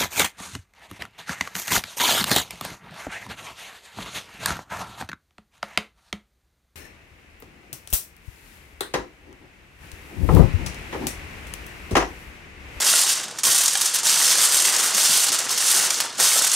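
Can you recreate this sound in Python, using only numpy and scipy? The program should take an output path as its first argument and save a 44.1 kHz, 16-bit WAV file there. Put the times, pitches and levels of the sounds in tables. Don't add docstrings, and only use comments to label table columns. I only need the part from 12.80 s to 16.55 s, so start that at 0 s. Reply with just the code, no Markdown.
import sys
import numpy as np
from scipy import signal
from scipy.fft import rfft, irfft
from scipy.io import wavfile
from scipy.ndimage import uniform_filter1d

SR = 44100
rng = np.random.default_rng(int(sys.argv[2]) if len(sys.argv) > 2 else 0)


def transcribe(signal):
    frames = np.atleast_2d(signal).T
    limited = np.clip(frames, -1, 1)
    pcm = np.round(limited * 32767).astype(np.int16)
    wavfile.write(sys.argv[1], SR, pcm)


def invert_db(level):
    return 10 ** (np.asarray(level, dtype=float) / 20)


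N = 165375

# t/s, level/dB
SQUEEZES = [
    [(0.0, -18), (0.06, -21), (0.068, -17), (0.12, -18.5), (0.2, -16), (0.235, -20.5), (0.288, -21)],
    [(0.293, -16.5), (0.33, -18.5), (0.34, -25), (0.4, -31), (0.48, -43), (0.58, -49), (0.588, -25.5),
     (0.604, -36), (0.628, -64)],
    [(2.14, -27), (2.148, -20), (2.17, -17), (2.356, -16.5), (2.44, -18.5), (2.492, -20), (2.515, -36)],
    [(2.52, -18.5), (2.554, -21.5), (2.584, -28.5), (2.59, -19), (2.6, -28.5), (2.64, -25.5), (2.68, -35)],
    [(2.685, -32), (2.713, -18), (2.771, -28), (2.779, -17.5), (2.795, -21), (2.885, -16.5), (3.047, -18.5),
     (3.083, -25), (3.098, -24)],
]
# t/s, level/dB
KNEADING = [
    [(0.632, -24), (0.638, -16.5), (0.856, -19)],
    [(0.858, -18.5), (1.006, -23), (1.014, -17), (1.052, -22)],
    [(1.055, -20), (1.061, -18), (1.131, -27), (1.143, -18.5), (1.161, -18), (1.177, -27.5), (1.189, -19),
     (1.222, -44)],
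    [(1.226, -37), (1.232, -25.5), (1.274, -15.5), (1.344, -18), (1.372, -19.5), (1.442, -14.5),
     (1.534, -17.5), (1.548, -21)],
    [(1.552, -21), (1.618, -17.5), (1.85, -17.5)],
    [(1.854, -12), (1.858, -15.5), (1.948, -21.5), (2.06, -17), (2.135, -29.5)],
    [(3.394, -24), (3.398, -15.5), (3.414, -14), (3.564, -19), (3.588, -14), (3.6, -19.5)],
    [(3.604, -22.5), (3.654, -18.5), (3.66, -27), (3.67, -15.5), (3.682, -23), (3.75, -18)],
]
# t/s, level/dB
LETTING_GO = [
    [(3.102, -20.5), (3.14, -24), (3.186, -25.5), (3.198, -34), (3.2, -30)],
    [(3.203, -15.5), (3.214, -24), (3.218, -27), (3.251, -37), (3.259, -35), (3.29, -49), (3.322, -59)],
    [(3.325, -29), (3.335, -48), (3.352, -45), (3.357, -50), (3.376, -36), (3.391, -26)],
]
# t/s, peak level/dB, brightest f/Hz
BIG_CREASES = [(0.0168, -12, 8510), (0.0648, -8, 8110), (0.2917, -13, 4730), (0.438, -22, 3160),
               (0.574, -26, 4790), (0.5863, -17, 6100), (0.634, -4, 6550), (0.7473, -6, 6700),
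               (0.8583, -0.5, 6860), (0.8803, 0, 6100), (0.9328, -5.5, 8070), (0.9535, -4, 3470),
               (0.973, -6, 9200), (1.0122, -8, 5970), (1.058, -4, 5760), (1.1414, -15, 7810),
               (1.1565, -16, 6200), (1.1862, -9, 5840), (1.2316, -14, 6020), (1.2687, 0, 5110),
               (1.5527, -6, 8930), (1.82, -5, 8680), (1.9632, -3.5, 6230), (2.147, -4.5, 6610),
               (2.206, -16, 8130), (2.4422, -2, 8610), (2.5187, -8, 5700), (2.588, -6, 7930),
               (2.616, -19, 6010), (2.6928, -10, 5260), (2.7117, -15, 8000), (2.7768, -6, 5240),
               (3.1047, -2.5, 6060), (3.142, -8.5, 4950), (3.2013, -17, 4800), (3.2538, -15, 8410),
               (3.325, -34, 5870), (3.3558, -31, 6260), (3.3775, -25, 6750), (3.3981, -9, 6070),
               (3.4102, -11, 6820), (3.621, -1.5, 7670), (3.647, -3.5, 6210), (3.6671, -7, 8130),
               (3.6972, -9, 6150), (3.716, -3, 6400)]
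# t/s, tilt/dB per octave
FINENESS = [(0, -1.5), (.2, 2), (.36, -1.5), (.55, 2), (.7, 6.5), (.9, 0), (1.1, 0.5), (1.3, -.5),
            (1.5, -1), (1.75, 0.5), (2.0, -2), (2.35, 1), (2.6, -4.5), (2.85, 0), (3.1, -1.5), (3.25, -3),
            (3.38, -1.5), (3.45, 2.5)]
# f/Hz, level/dB
SHEET_COLOUR = [(88, -54), (150, -18.5), (217, -25), (244, -33.5), (1180, -7.5), (2370, -6.5), (5680, -2),
                (8880, 1), (15600, -13)]
# f/Hz, time to fall 60 dB/s
SHEET_RING = [(200, 0.26), (1500, 0.04), (6000, 0.077), (15000, 0.026)]
# f/Hz, rise/dB, width/octaves
RESONANCES = [(2350, -2.5, 0.11), (3310, 2, 0.12), (4040, -3.5, 0.058), (5930, 2.5, 0.098),
              (8940, -0.5, 0.036)]
# t/s, level/dB
BENDING = [(0.0, -37.5), (0.42, -45.5), (0.62, -50), (0.67, -36), (0.78, -47), (0.97, -47), (1.13, -53),
           (1.37, -36.5), (2.91, -43), (2.96, -35.5), (3.25, -44), (3.37, -52.5), (3.402, -27.5),
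           (3.55, -59), (3.559, -29), (3.7, -53), (3.75, -51)]
# t/s, peak level/dB, f/Hz
FLIPS = [(0.06, -23, 1104), (0.136, -11, 1430), (0.586, -32, 1790), (0.637, -16, 2330), (0.668, -15, 1080),
         (0.731, -22, 1620), (0.806, -19, 1630), (0.882, -19, 1930), (0.953, -14, 1680),
         (1.016, -25.5, 2080), (1.133, -31, 1200), (1.23, -29, 910), (1.338, -29.5, 865),
         (1.364, -20, 1460), (1.415, -12.5, 1960), (1.553, -20, 1680), (1.66, -19.5, 1780),
         (1.706, -25, 984), (1.796, -30, 1960), (1.851, -12, 2080), (1.883, -14, 1920),
         (2.179, -16.5, 1280), (2.492, -34, 2160), (2.665, -27, 1700), (2.824, -20, 1780),
         (2.906, -29, 1810), (3.106, -12.5, 2330), (3.397, -17, 1490), (3.466, -22, 1110),
         (3.518, -14, 2190), (3.567, -17, 1330), (3.615, -18, 1320), (3.645, -18, 1530),
         (3.665, -18.5, 1510)]
# t/s, peak level/dB, f/Hz
KNOCKS = [
    (0.13, -39, 292),
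    (0.456, -46, 168),
    (0.681, -40, 133),
    (2.147, -37.5, 208),
    (2.293, -32, 179),
    (2.498, -35, 290),
    (2.658, -40.5, 248),
    (3.397, -39, 235),
    (3.565, -47, 159),
    (3.62, -43, 258),
]
# f/Hz, side against middle/dB
STEREO_WIDTH = [(150, -30), (500, -15), (1200, -19.5), (2500, -18), (5500, -15), (9000, -16.5),
                (11500, -28.5), (15000, -25)]
# f/Hz, time to fall 60 dB/s
KITCHEN_TAIL = [(200, 0.13), (1500, 0.52), (6000, 0.43), (15000, 0.022)]
# f/Hz, level/dB
AIR_COLOUR = [(29, -41), (50, -10), (236, -3), (690, -8), (1060, -5), (2280, -7), (7690, -7), (15000, -35)]

KNEE_DB, SQUASH = -25, 0.34


def rms_one(x):
    return x / np.sqrt(np.mean(x ** 2) + 1e-20)


def at_hz(points, hz):
    table_hz, values = np.array(points).T[:2]
    return np.interp(np.log(hz + 1), np.log(table_hz), values)


def over_time(points):
    return np.interp(np.arange(N) / SR, *np.transpose(points))


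def bump(hz, centre_hz, octaves):
    return np.exp(-(np.log2((hz + 1) / centre_hz) / octaves) ** 2)


def drift(hz):
    r = np.exp(-2 * np.pi * hz / SR)
    noise = rng.standard_normal(N + SR)
    return rms_one(signal.lfilter([1], [1, -2 * r, r * r], noise)[SR:])


def highpass(x, hz, order=2):
    return signal.sosfilt(signal.butter(order, hz, "high", fs=SR, output="sos"), x)


def coloured(db_at, size):
    hz = np.arange(size // 2 + 1) * SR / size
    mid, side = rfft(rng.standard_normal((2, size))) * invert_db(db_at(hz))
    side = side * invert_db(at_hz(STEREO_WIDTH, hz))
    return hz, np.array([mid + side, mid - side])


def dying_noise(db_at, t60s, size):
    hz, spectrum = coloured(db_at, size)
    t = np.arange(size) / SR
    out = 0
    for centre in 125 * 2. ** np.arange(8):
        octaves_away = np.abs(np.log2(np.clip(hz, 125, 16000) / centre))
        share = np.clip(1 - octaves_away, 0, 1)
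        t60_s = max(at_hz(t60s, centre), .003)
        out = out + irfft(spectrum * share, size) * invert_db(-60 * t / t60_s)
    return out / np.sqrt(np.sum(out[0] ** 2))


def pressure():
    s, db = np.concatenate(SQUEEZES + KNEADING + LETTING_GO).T
    order = np.argsort(s)
    db = over_time(np.transpose([s[order], db[order]]))
    return db + np.maximum(db - KNEE_DB, 0) * SQUASH / (1 - SQUASH)


def clicks(rate):
    size_db = 4.0 * np.minimum(rng.exponential(1, N), 3.2)
    sizes = invert_db(size_db) * rng.choice([-1, 1], N)
    happens = rng.random(N) < rate / SR
    return rms_one(sizes) * happens * np.sqrt(SR / rate)


def crackle(db):
    below_peak = db - db.max()
    rate = 3000 * invert_db(.35 * below_peak)
    clump_db = 1.5 * (0.33 + .03 * np.minimum(-below_peak, 15)) * drift(30)
    train = clicks(rate) * invert_db(db + 0.5 + clump_db)
    dealt = rng.integers(0, 24, N)
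    tilt = 0.24 * (db - db.mean()) + over_time(FINENESS)
    patches = [3 * drift(9) for _ in range(8)]  # dB, groups of facets come and go
    luck = rng.random((len(BIG_CREASES), 4))
    crack = 1 + invert_db(1 - 60 * np.arange(4096) / SR / 0.0042)
    out = np.zeros((2, N))
    for k, peak_hz in enumerate(np.geomspace(12000, 1500, 24)):
        strikes = train * (dealt == k) * invert_db(tilt * np.log2(peak_hz / 5000) + patches[k // 3])
        for (s, peak_db, snap_hz), chance in zip(BIG_CREASES, luck):
            at = ((s + 0.0024 * chance * np.arange(4)) * SR).astype(int)
            snap_db = peak_db - 21.5 + 0.26 * (peak_db - KNEE_DB) - 4.1 * np.arange(4)
            strikes[at] += 10 * invert_db(snap_db) * bump(snap_hz, peak_hz, 0.67)

        def facet_colour(hz):
            resonances = sum(rise * bump(hz, f, width) for f, rise, width in RESONANCES)
            return at_hz(SHEET_COLOUR, hz) + 4.5 * bump(hz, peak_hz, 0.59) + resonances

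        facet = crack * dying_noise(facet_colour, SHEET_RING, size=4096)
        facet = facet / np.sqrt(np.sum(facet[0] ** 2))
        out += signal.oaconvolve(strikes[None], facet, axes=1)[:, :N]
    top = out - signal.sosfiltfilt(signal.butter(2, 9400, fs=SR, output="sos"), out)
    top_db = 0.42 * np.clip(db + 13.5, -25, 0)
    return out - top * (1 - invert_db(top_db))


def ticks():
    out, t = np.zeros((2, N + 2048)), np.arange(2048) / SR
    rise = 1 - np.exp(-t / 0.00078)
    for s, peak_db, snap_hz in BIG_CREASES:
        _, spectrum = coloured(lambda hz: at_hz(SHEET_COLOUR, hz) + 12 * bump(hz, snap_hz, 0.5), size=2048)
        fade = invert_db(peak_db - 5 - 60 * t / 0.032)
        out[:, int(s * SR):][:, :2048] += fade * rise * rms_one(irfft(spectrum))
    return out[:, :N]


def pops():
    train = clicks(np.full(N, 700)) * invert_db(8.5 + over_time(BENDING) + 2.0 * drift(9.4))
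    dealt = rng.integers(0, 24, N)
    out = 0
    for k, hz in enumerate(np.geomspace(342, 2020, 24)):
        r = invert_db(-60 * hz / (13.3 * SR))
        w = 2 * np.pi * hz / SR
        level = np.sqrt(1 - r * r) * invert_db(.5 * at_hz(SHEET_COLOUR, hz))
        strikes = train * (dealt == k) + 1e-18
        out = out + level * signal.lfilter([np.sin(w)], [1, -2 * r * np.cos(w), r * r], strikes)
    return out * invert_db(7)


def struck(table, db, cycles):
    out, t = np.zeros(N + 8192), np.arange(8192) / SR
    for (s, peak_db, hz), luck in zip(table, rng.random((len(table), 2))):
        main = np.sin(2 * np.pi * hz * t)
        upper = 0.62 * np.sin(2 * np.pi * (hz * (1.21 + 0.4 * luck[0]) * t + luck[1]))
        lower = .5 * np.sin(2 * np.pi * max(hz * 0.47, 130) * t)
        fade = invert_db(peak_db + db - 60 * t * hz / cycles)
        rise = 1 - np.exp(-t * hz / 1.03)
        out[int(s * SR):][:8192] += fade * rise * (main + upper + lower)
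    return out[:N]


def kitchen(x):
    late = np.pad(x.mean(axis=0), (int(.006 * SR), 0))[:N]
    place = np.arange(N) // 3000 % 3
    out = 0
    for k in range(3):
        tail = dying_noise(lambda hz: 0 * hz, KITCHEN_TAIL, size=20480)
        out = out + signal.oaconvolve((late * (place == k))[None], tail, axes=1)[:, :N]
    return invert_db(-11.5) * out


def room_tone():
    _, spectrum = coloured(lambda hz: at_hz(AIR_COLOUR, hz), size=N + 1)
    air = rms_one(irfft(spectrum)[:, :N])
    hum = invert_db(-58.5 + 2 * drift(2.8)) * np.sin(2 * np.pi * 120 * np.arange(N) / SR)
    return invert_db(-43) * air + hum


def gain_control(x):
    release_db_per_s, attack_s = 106, 0.00035
    db = 10 * np.log10(uniform_filter1d(x.mean(axis=0) ** 2, size=220) + 1e-9)
    ramp = release_db_per_s * np.arange(N) / SR
    held_db = np.maximum.accumulate(db + ramp) - ramp
    over = np.maximum(held_db - KNEE_DB, 0)
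    r = np.exp(-1 / (attack_s * SR))
    smooth = signal.lfilter([1 - r], [1, -r], over, zi=[r * over[0]])[0]
    return x * invert_db(-SQUASH * smooth)


def scene():
    sheet = highpass(crackle(pressure()) + ticks() + pops(), 215)
    foil = sheet + struck(FLIPS, db=4, cycles=37) + struck(KNOCKS, db=9.5, cycles=14.7)
    left_right = invert_db(np.array([[-0.8], [0]]))
    return foil * left_right + kitchen(foil) + room_tone()


def top_cut(x):
    return signal.sosfilt(signal.butter(12, 16470, fs=SR, output="sos"), x)


def record(dry):
    top = 0.62
    mid = dry.mean(axis=0)
    side = highpass(dry[0] - dry[1], 314, order=4) / 2
    x = gain_control(mid + side * [[1], [-1]])
    x = np.tanh(x / top) * top
    x = highpass(x, 61.6)
    x = signal.sosfilt(signal.ellip(10, .5, 70, 15620, fs=SR, output="sos"), x)
    return top_cut(x)


dry = scene()
out = record(dry)
transcribe(out)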